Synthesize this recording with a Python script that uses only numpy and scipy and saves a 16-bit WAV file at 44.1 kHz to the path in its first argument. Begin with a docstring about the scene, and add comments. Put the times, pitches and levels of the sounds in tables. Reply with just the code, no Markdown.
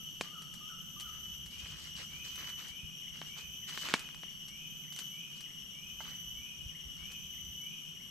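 """Creeping through a tropical forest

Cicadas (tymbal-modulated partials) sing slow falling phrases over a far chorus, hiss and breeze (shaped noise).
Birds whistle, chirp and hoot, a cricket holds a high tone and an insect whines (gliding sines).
A man creeps over leaf litter: leaves crunch (random snaps), sticks crack and hollow wood knocks (ringing modes),
and dry stalks tick as he brushes past (filtered clicks). Decaying noise echoes place sounds among the trees.
"""
import sys
import numpy as np
from scipy import signal
from scipy.fft import rfft, irfft
from scipy.io import wavfile

SR = 44100
rng = np.random.default_rng(int(sys.argv[2]) if len(sys.argv) > 2 else 0)


def waveform_to_disk(signal):
    """Save audio, clipped to [-1, 1], as 16-bit WAV at the path in sys.argv[1]."""
    frames = np.transpose(np.atleast_2d(signal))
    scaled = np.clip(frames, -1, 1) * 32767
    samples = np.round(scaled).astype(np.int16)
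    wavfile.write(sys.argv[1], SR, samples)


N = 357210
TIME = np.arange(N) / SR
FREQS = np.maximum(np.arange(N // 2 + 1) * SR / N, 1)


def from_db(db):
    """Decibels to amplitude gain."""
    return 10 ** (np.asarray(db) / 20)


def rms_one(x):
    """Scale to unit rms."""
    return x / np.sqrt(np.mean(x ** 2) + 1e-20)


def in_time(rows, t):
    """Interpolate each column of a curve at times t."""
    s, *columns = np.transpose(rows)
    return [np.interp(t, s, c) for c in columns]


def at_hz(points):
    """Interpolate a spectrum over log frequency."""
    hz, value = np.transpose(points)
    return np.interp(np.log(FREQS), np.log(hz), value)


def drift(rate_hz, size=N):
    """Unit-rms lowpassed noise, computed at SR / 40 and interpolated."""
    knots = rng.standard_normal(size // 40 + 2002)
    pole = np.exp(-80 * np.pi * rate_hz / SR)
    # the first 2000 knots let the filter settle
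    slow = signal.lfilter([1], [1, -2 * pole, pole ** 2], knots)[2000:]
    return np.interp(np.arange(size) / 40, np.arange(len(slow)), rms_one(slow))


def add(track, start_s, sound):
    """Mix a sound in at start_s, trimmed to the track."""
    at = int(round(start_s * SR))
    lo, hi = max(at, 0), min(at + sound.shape[-1], N)
    track[..., lo:hi] += sound[..., lo - at:hi - at]


def pan(left_db):
    """Channel gains for a left-over-right level difference."""
    return from_db(np.array([[.5], [-.5]]) * left_db)


def band(x, low_hz, high_hz, order):
    """Causal Butterworth band-pass."""
    edges_hz = [low_hz, min(high_hz, SR / 2 - 1)]
    return signal.sosfilt(signal.butter(order, edges_hz, "band", fs=SR, output="sos"), x)


def at_level(sound, db):
    """Scale a blow so that its first 15 ms have the given rms level."""
    onset = sound[:SR * 15 // 1000]
    return from_db(db) * sound / np.sqrt(np.mean(onset ** 2))


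def ring(x, hz, t60_s):
    """Damped two-pole resonator: a unit click starts a sine of height 1."""
    r, w = from_db(-60 / (t60_s * SR)), 2 * np.pi * hz / SR
    return signal.lfilter([0, np.sin(w)], [1, -2 * r * np.cos(w), r * r], x)


# stereo coherence of diffuse noise: (frequency [Hz], left-right likeness [0-1])
STEREO_LIKENESS = [(50, 0.98), (95, 0.86), (150, 0.1), (400, 0.23), (1200, 0.55), (3000, 0.27),
                   (5500, 0.048), (6600, 0.72), (7500, 1), (10500, .98), (13000, 1)]


def coloured(pair, gain):
    """Turn two unrelated signals into a diffuse stereo field with the given spectral gain."""
    mid, side = rfft(pair) * gain
    alike = at_hz(STEREO_LIKENESS)
    mid = np.sqrt((1 + alike) / 2) * mid
    side = np.sqrt((1 - alike) / 2) * side
    return irfft(mid + side * [[1], [-1]], N)


def noise(gain):
    """Diffuse noise with the given amplitude per root Hz."""
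    return coloured(rng.standard_normal((2, N)), gain * np.sqrt(SR / 2))


def forest(x, wet_db, likeness):
    """Trunks and leaves scatter a sound into an exponentially dying cloud of echoes."""
    t60_s = 0.96
    t = TIME[:SR]
    mid, side = rng.standard_normal((2, SR)) * from_db(-60 * t / t60_s)
    echoes = np.sqrt(1 + likeness) * mid + np.sqrt(1 - likeness) * side * [[1], [-1]]
    response = rms_one(echoes) / np.sqrt(SR)
    wet = signal.fftconvolve(np.atleast_2d(x), response, axes=1)[:, :N]
    return (x + from_db(wet_db) * wet) / np.sqrt(1 + from_db(wet_db) ** 2)


def calls(table, shape, waver_hz, flutter_db):
    """A nearly pure tone follows the same pitch glide and level shape on every call."""
    t, out = TIME[:int(shape[-1][0] * SR)], np.zeros(N)
    bend_hz, shape_db = in_time(shape, t)
    for start_s, db, base_hz in table:
        hz = base_hz + bend_hz + waver_hz * drift(59, len(t))
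        phase = 2 * np.pi * np.cumsum(hz) / SR
        level_db = db + shape_db + flutter_db * drift(76, len(t))
        swell = from_db(level_db) * signal.windows.tukey(len(t), .1)
        add(out, start_s, np.sqrt(2) * swell * np.sin(phase))
    return out


# breeze, before trim and lumps: (time [s], level [dB])
BREEZE_LEVEL = [(0.0, -69.5), (0.54, -71.5), (1.49, -58.5), (2.75, -68), (2.77, -82), (2.84, -50),
                (2.98, -86), (3.02, -65.5), (5.37, -73), (6.43, -60), (6.45, -74), (6.68, -49.5),
                (6.75, -77), (6.88, -54.5), (7.2, -65.5), (7.49, -58), (7.76, -81), (8.1, -61)]
# breeze spectrum, normalised to unit rms in use: (frequency [Hz], relative level [dB])
BREEZE_SPECTRUM = [(20, -25), (45, -2), (65, 5.5), (95, -3), (150, -6), (400, -50)]
# still air, before trim and pan: (frequency [Hz], level [dB per Hz])
AIR_SPECTRUM = [(25, -90.5), (55, -103), (110, -92.5), (155, -74), (220, -84.5), (300, -93.5), (750, -106),
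                (1200, -101.5), (1550, -103), (2250, -106.5), (4300, -106), (8000, -104), (10200, -116),
                (12800, -117), (14000, -140)]


def air(breeze_db=0.5, lumps_db=2.5, drone_db=0.5):
    """Steady noise gives a low far drone and soft hiss; level-swept low noise is the buffeting breeze."""
    gust_db, = in_time(BREEZE_LEVEL, TIME)
    level_db = gust_db + breeze_db + lumps_db * drift(15)
    breeze = from_db(level_db) * rms_one(noise(from_db(at_hz(BREEZE_SPECTRUM))))
    still = noise(from_db(at_hz(AIR_SPECTRUM) + drone_db)) * pan(-3.2)
    return breeze + still


# far chorus humps, before throb and pan: (centre [Hz], width [Hz], level [dB per Hz])
CHORUS_HUMPS = [(2958, 129, -75.5), (3082, 234, -77), (5780, 420, -90.5), (6290, 235, -90),
                (11670, 540, -102), (12070, 390, -100), (12260, 300, -104)]


def far_chorus(throb_db=1.5, left_db=4.0):
    """Countless far cicadas merge into humps of noise round their partials."""
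    power = np.zeros(len(FREQS))
    for hz, width_hz, db in CHORUS_HUMPS:
        offset = (FREQS - hz) / width_hz
        power += from_db(db) ** 2 / (1 + 2 * offset ** 2) ** 2
    return noise(np.sqrt(power)) * from_db(throb_db * drift(12)) * pan(left_db)


def phrase_starts():
    """Start times of the cicada phrases, repeated at a steady pace."""
    first_s, every_s = -.5, 1.257
    return np.arange(first_s, N / SR, every_s)


# one phrase, before each singer's stretch and offsets: (time [s], pitch [Hz], level [dB])
CICADA_PHRASE = [(0, 3055, -9), (.12, 3034, -2), (.42, 2999, 0), (.62, 2982, 0), (.72, 2975, -10)]
# singers: (pitch offset [Hz], lateness [s], length [x phrase], level [dB], brightness [dB per overtone],
# left over right [dB], left carrier lag [ms])
CICADA_SINGERS = [(0, 0, 1, -1, 1, -1, 0.0041), (-22, .0, .95, -2.5, 1.5, 0.5, 0.09),
                  (14, -.03, 1, -10.5, 1.5, 9, 0.072), (-120, .42, 1.35, -4, 0.5, 2, 0.0044),
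                  (-100, .55, 1.2, -2.5, -1.5, 1, 0.11), (-165, 1, 1.05, -18, 3, -8, 0.091)]
# abdomen partials, before singer brightness: (multiple of pitch, level [dB])
PARTIALS = [(1, -54), (2, -60), (3, -79.5), (4, -68)]
# low-partial loudness; only the swing about its mean is used: (time [s], level [dB])
CICADA_SWING = [(0.0, -52), (0.63, -53), (1.17, -50.5), (1.44, -53), (2.48, -49), (2.77, -52.5),
                (3.83, -50.5), (3.95, -54.5), (4.17, -52), (4.92, -50.5), (5.37, -51), (6.14, -50),
                (6.63, -50), (7.53, -51), (7.74, -49), (8.1, -53)]
# pitches favoured by echoes off the trunks: (frequency [Hz], gain [dB])
TRUNK_GAIN = [(2820, -5), (2870, -1), (2900, -1), (2923, 4), (2957, -5), (2993, 4), (3014, -2), (3032, 1.5),
              (3065, -3), (3200, 0)]


def cicadas(waver_hz=2.896, flutter_db=2.5, tymbal_hz=136.1):
    """Tymbals drive tuned abdomens; pitch sags through each phrase and lower singers answer higher ones."""
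    rasp_hz, throb = 7.0, .32
    low, high = np.zeros((2, 2, N))
    for offset_hz, late_s, stretch, singer_db, bright_db, left_db, lag_ms in CICADA_SINGERS:
        t = TIME[:int(CICADA_PHRASE[-1][0] * stretch * SR)]
        pitch_hz, level_db = in_time(CICADA_PHRASE, t / stretch)
        fade = signal.windows.tukey(len(t), .1)
        for start_s in phrase_starts():
            hz = pitch_hz + offset_hz + waver_hz * drift(6.2, len(t)) + rasp_hz * drift(184.0, len(t))
            lag_s = np.array([[lag_ms], [0]]) / 1000
            phase = 2 * np.pi * (np.cumsum(hz) / SR - hz * lag_s)
            stroke_hz = tymbal_hz * (1 + 0.0526 * drift(5.4, len(t)))
            strokes = np.sin(2 * np.pi * np.cumsum(stroke_hz) / SR)
            swell_db = level_db + singer_db + flutter_db * drift(43, len(t))
            swell = np.sqrt(2) * fade * from_db(swell_db)
            for k, (multiple, partial_db) in enumerate(PARTIALS):
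                # tymbal strokes throb deepest in the overtones
                throbbing = 1 + throb * np.sqrt(multiple) * strokes
                partial = swell * throbbing * np.sin(multiple * phase)
                gain = from_db(partial_db + k * bright_db) * pan(left_db)
                add(low if k < 2 else high, start_s + late_s, gain * partial)
    swing_db, = in_time(CICADA_SWING, TIME)
    swing_db = swing_db - swing_db.mean()
    # high partials echo slightly less
    low = forest(low, wet_db=-2.0, likeness=.1)
    high = forest(high, wet_db=-3.0, likeness=.5)
    # the song swells as it glides through favoured pitches
    low = irfft(rfft(low) * from_db(at_hz(TRUNK_GAIN)), N)
    return low * from_db(swing_db) * pan(0.92) + high


# hoots, before shape and echoes: (time [s], level [dB], reference pitch [Hz])
HOOT_CALLS = [(-.11, -65.5, 1300), (.25, -54, 1283), (.605, -54, 1310), (.96, -54, 1287)]
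# hooked hoot: (time [s], pitch offset [Hz], relative level [dB])
HOOT_SHAPE = [(0, -130, 1), (.025, -72.5, -4), (0.076, -52, -8), (.087, 186, -11), (.097, 130, 0.5),
              (.112, 14, -2), (.135, -12, 1), (.16, -9, -27)]


def hooting_bird():
    """A lower bird's sine tone hooks up and back in each hoot."""
    return forest(calls(HOOT_CALLS, HOOT_SHAPE, waver_hz=7, flutter_db=1.0), wet_db=0.0, likeness=.5)


# cricket, before shape and echoes: (time [s], level [dB], reference pitch [Hz])
CRICKET_CALLS = [(0.0, -71, 4450), (3.98, -73.5, 4494)]
# cricket tone: (time [s], pitch offset [Hz], relative level [dB])
CRICKET_SHAPE = [(0, 0, -2), (.3, 0, 0), (.62, -10, -1)]


def cricket():
    """A high, nearly steady sine with slight pitch and level flutter."""
    return forest(calls(CRICKET_CALLS, CRICKET_SHAPE, waver_hz=14, flutter_db=1.0), wet_db=-3.0, likeness=.5)


# whine: (time [s], offset from top pitch [Hz], relative level [dB])
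WHINE_SHAPE = [(0, -330, -5), (.3, -100, 0), (.6, 0, 0), (.7, 0, -8)]


def whining_insect():
    """A thin sine slides upward once per cicada phrase."""
    after_s, level_db, top_hz = .67, -74, 12500
    whines = [(start_s + after_s, level_db, top_hz) for start_s in phrase_starts()]
    return forest(calls(whines, WHINE_SHAPE, waver_hz=45, flutter_db=2.5), wet_db=2.0, likeness=.6)


def crumple(colour, level_band_hz, per_s, spread_db, clump_db, count=9):
    """Leaves break in clumps of snaps, each ringing in its flake-size band; scaled by gain in level_band_hz."""
    edges_hz = np.geomspace(250, 15000, count + 1)
    clumps = from_db(clump_db * drift(19))
    snaps = np.zeros((2, N))
    for low_hz, high_hz in zip(edges_hz, edges_hz[1:]):
        at = rng.integers(0, N, (2, 20000))
        size_db = spread_db * np.minimum(rng.exponential(1, at.shape), 3.5)
        sizes = from_db(size_db) * rng.choice([-1, 1], at.shape)
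        breaks = rng.random(at.shape) < per_s * (N / SR) / at.shape[1]
        train = np.array([np.bincount(a, w, N) for a, w in zip(at, sizes * breaks)])
        snaps += band(rms_one(train * clumps) + 1e-18, low_hz, high_hz, order=2)
    gain = from_db(at_hz(colour))
    in_band = (FREQS > level_band_hz[0]) & (FREQS < level_band_hz[1])
    return coloured(snaps, gain / np.sqrt(np.mean(gain ** 2 * in_band)))


def press(start_s, length_s):
    """The foot presses down, holds while it moves, then the leaves settle."""
    attack_s, t60_s = 0.022, 0.24
    t = TIME - start_s
    return np.clip(t / attack_s, 0, 1) * from_db(-60 * np.clip((t - length_s) / t60_s, 0, 2))


# steps and brushes, before trims: (time [s], length [s], crunch level [dB], rustle level [dB])
LITTER_STEPS = [(0.2, .06, -60.5, -65), (1.051, 0.29, -72, -77), (1.498, 0.29, -65, -65),
                (1.77, .12, -65, -62.5), (1.945, 0.078, -60.5, -60), (2.09, 0.11, -67.5, -69),
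                (2.228, .1, -68, -61.5), (2.369, .13, -56.5, -64.5), (2.561, 0.14, -61, -67),
                (3.126, .15, -68, -67.5), (3.353, 0.063, -60, -66.5), (3.665, 0.17, -56, -56),
                (3.834, .13, -49, -59.5), (4.971, 0.03, -61.5, -63), (5.295, 0.079, -74, -69),
                (5.991, 0.15, -62, -69.5), (6.95, 0.18, -71.5, -76)]
# damp layer spectrum: (frequency [Hz], relative level [dB])
CRUNCH_SPECTRUM = [(150, -3), (400, -7), (750, -11), (1200, -1), (1800, -1.5), (2600, -1), (4500, -7.5),
                   (7000, -13), (12000, -40)]
# dry leaf spectrum: (frequency [Hz], relative level [dB])
RUSTLE_SPECTRUM = [(1200, -13), (2500, -1.5), (4500, 6), (8000, -1.5), (10500, -14), (13000, -17),
                   (15000, -35)]


def litter(crunch_db=0.0, rustle_db=-1.5):
    """The foot's weight crunches the damp layer while dry leaves on top rustle."""
    power = np.zeros((2, N))
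    for start_s, length_s, low_db, high_db in LITTER_STEPS:
        power += (press(start_s, length_s) * from_db([[low_db], [high_db]])) ** 2
    weight, brush = np.sqrt(power)
    crunch = crumple(CRUNCH_SPECTRUM, (550, 1600), per_s=500, spread_db=4.0, clump_db=2.8)
    rustle = crumple(RUSTLE_SPECTRUM, (6800, 8400), per_s=900, spread_db=4.0, clump_db=2.8)
    return weight * from_db(crunch_db) * crunch + brush * from_db(rustle_db) * rustle


# stick cracks, onset rms before echoes: (time [s], wood [dB], thump [dB], splinters [dB])
STICK_CRACKS = [(0.2106, -36, -43.5, -44), (3.2159, -47.5, -51.5, -68), (3.7757, -42.5, -77, -61),
                (3.887, -42, -81, -50), (3.9395, -26.0, -34.5, -39.5), (4.0894, -54.5, -91, -82),
                (4.1462, -55.5, -91, -58), (4.234, -51, -59, -79)]
# stick modes: (frequency [Hz], relative level [dB], T60 [s])
STICK_MODES = [(746, -9.5, 0.0052), (1087, -18.5, 0.022), (1700, -6.5, 0.0044), (1760, -40, 0.016),
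               (2270, -17.5, 0.03), (2490, -4.5, 0.0031), (3580, -48, 0.00067)]


def cracks(fibre_db=-19.0, fibre_t60_s=0.024, spray_db=-12.0, spray_t60_s=0.047,
           thump_hz=242.0, thump_t60_s=0.02):
    """A sharp release and tearing fibres ring the stick's modes; splinters spray and the ground thumps."""
    t, out = TIME[:SR // 8], np.zeros(N)
    release = 1.0 * (t == 0)
    snap = 14 * band(release, 1100, 3300, order=2)
    for start_s, wood_db, thump_db, splinter_db in STICK_CRACKS:
        tearing, spray = rng.standard_normal((2, len(t)))
        force = release + from_db(fibre_db - 60 * t / fibre_t60_s) * tearing
        wood = snap.copy()
        for k, (hz, db, t60_s) in enumerate(STICK_MODES):
            wood += (-1) ** k * from_db(db) * ring(force, hz, t60_s)
        wood = band(wood, 180, 14000, order=1)
        ground = release + from_db(-38) * ring(release, thump_hz, thump_t60_s)
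        thump = band(ground, 170, 750, order=2)
        tears = release + from_db(spray_db - 60 * t / spray_t60_s) * spray
        splinters = band(tears, 3600, 7800, order=2)
        crack = at_level(wood, wood_db) + at_level(thump, thump_db) + at_level(splinters, splinter_db)
        add(out, start_s, crack)
    return forest(out, wet_db=-21.0, likeness=.5)


# dry stalks, before trim and echoes: (time [s], peak level [dB])
STALK_TICKS = [(.42, -34), (.5398, -32), (.9998, -29), (1.008, -30.5), (1.4618, -35), (1.8362, -42),
               (2.358, -29.5), (2.4922, -33), (2.683, -34), (3.692, -30.5), (3.9943, -28), (4.4832, -34.5),
               (4.9247, -32), (4.9628, -29), (4.9896, -23.5), (5.4078, -32.5), (7.1185, -34)]


def ticks(tick_db=0.0, chatter_db=-22.0, chatter_t60_s=0.09):
    """Thin stalks give a broad band-passed click and a little decaying noise chatter."""
    tick_hz = 5800
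    t, out = TIME[:SR // 16], np.zeros(N)
    for start_s, db in STALK_TICKS:
        force = from_db(chatter_db - 60 * t / chatter_t60_s) * rng.standard_normal(len(t))
        force[0] = 1
        bright = band(force, tick_hz * 0.42, tick_hz * 4.2, order=1)
        sound = band(bright, 270, 7600, order=2)
        add(out, start_s, from_db(db + tick_db) * sound / np.abs(sound).max())
    return forest(out, wet_db=-11.5, likeness=0.54)


# songs, before shapes and echoes: (time [s], whistle level [dB])
BIRD_SONGS = [(1.47, -57.5), (2.08, -54.5), (2.67, -55.5), (3.27, -54.5), (3.88, -55), (4.48, -55),
              (5.10, -55.5), (5.72, -55.5), (6.35, -54.5), (6.98, -55.5), (7.60, -56)]
# rising whistle: (time [s], offset from top pitch [Hz], relative level [dB])
WHISTLE_SHAPE = [(0, -330, -3), (.035, -205, -2), (.08, -75, -2), (.13, 10, 0), (.18, 0, -3),
                 (.22, -30, -14)]
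# chirp, dipping then flicking up: (time [s], offset from lowest pitch [Hz], relative level [dB])
CHIRP_SHAPE = [(0, 620, -2), (.01, 300, -1), (.022, 30, -8), (.038, 0, -10), (.052, 330, 3),
               (.066, 660, -2)]


def whistling_bird():
    """Each song is a rising sine whistle, then a short chirp with less echo."""
    whistle_top_hz = 2510
    chirp_after_s, chirp_db, chirp_low_hz = .352, -4.0, 1755
    whistles = [(s, db, whistle_top_hz) for s, db in BIRD_SONGS]
    chirps = [(s + chirp_after_s, db + chirp_db, chirp_low_hz) for s, db in BIRD_SONGS]
    whistle = calls(whistles, WHISTLE_SHAPE, waver_hz=9.2, flutter_db=2.0)
    chirp = calls(chirps, CHIRP_SHAPE, waver_hz=12, flutter_db=2.5)
    return forest(whistle, wet_db=7.5, likeness=0.22) + forest(chirp, wet_db=3.0, likeness=.3)


# knocks on hollow wood: (time [s], force level before modes [dB])
WOOD_KNOCKS = [(6.0045, -35.5), (6.0135, -44)]
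# hollow wood modes, before trim: (frequency [Hz], relative level [dB], T60 [s])
HOLLOW_MODES = [(606, -15, 0.11), (890, 0, 0.016), (1380, -6, 0.035), (1595, -12, 0.093), (2100, -8, 0.028)]


def knocks(trim_db=-2):
    """Contact impulses ring the damped modes of hollow wood."""
    force = np.zeros(N) + 1e-18
    for start_s, db in WOOD_KNOCKS:
        add(force, start_s, from_db([db]))
    out = np.zeros(N)
    for k, (hz, db, t60_s) in enumerate(HOLLOW_MODES):
        out += (-1) ** k * from_db(db + trim_db) * ring(force, hz, t60_s)
    return forest(out, wet_db=-10.0, likeness=0.56)


def scene():
    """Sum the air, the insects and birds, and the man's contacts."""
    backdrop = air() + far_chorus()
    animals = cicadas() + hooting_bird() + cricket() + whining_insect() + whistling_bird()
    man = litter() + cracks() + ticks() + knocks()
    return backdrop + animals + man


def record(dry):
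    """Steep low-pass, 70 dB down from the cutoff upward."""
    cutoff_hz = 15800
    return signal.sosfilt(signal.cheby2(12, 70, cutoff_hz, fs=SR, output="sos"), dry)


dry = scene()
out = record(dry)
waveform_to_disk(out)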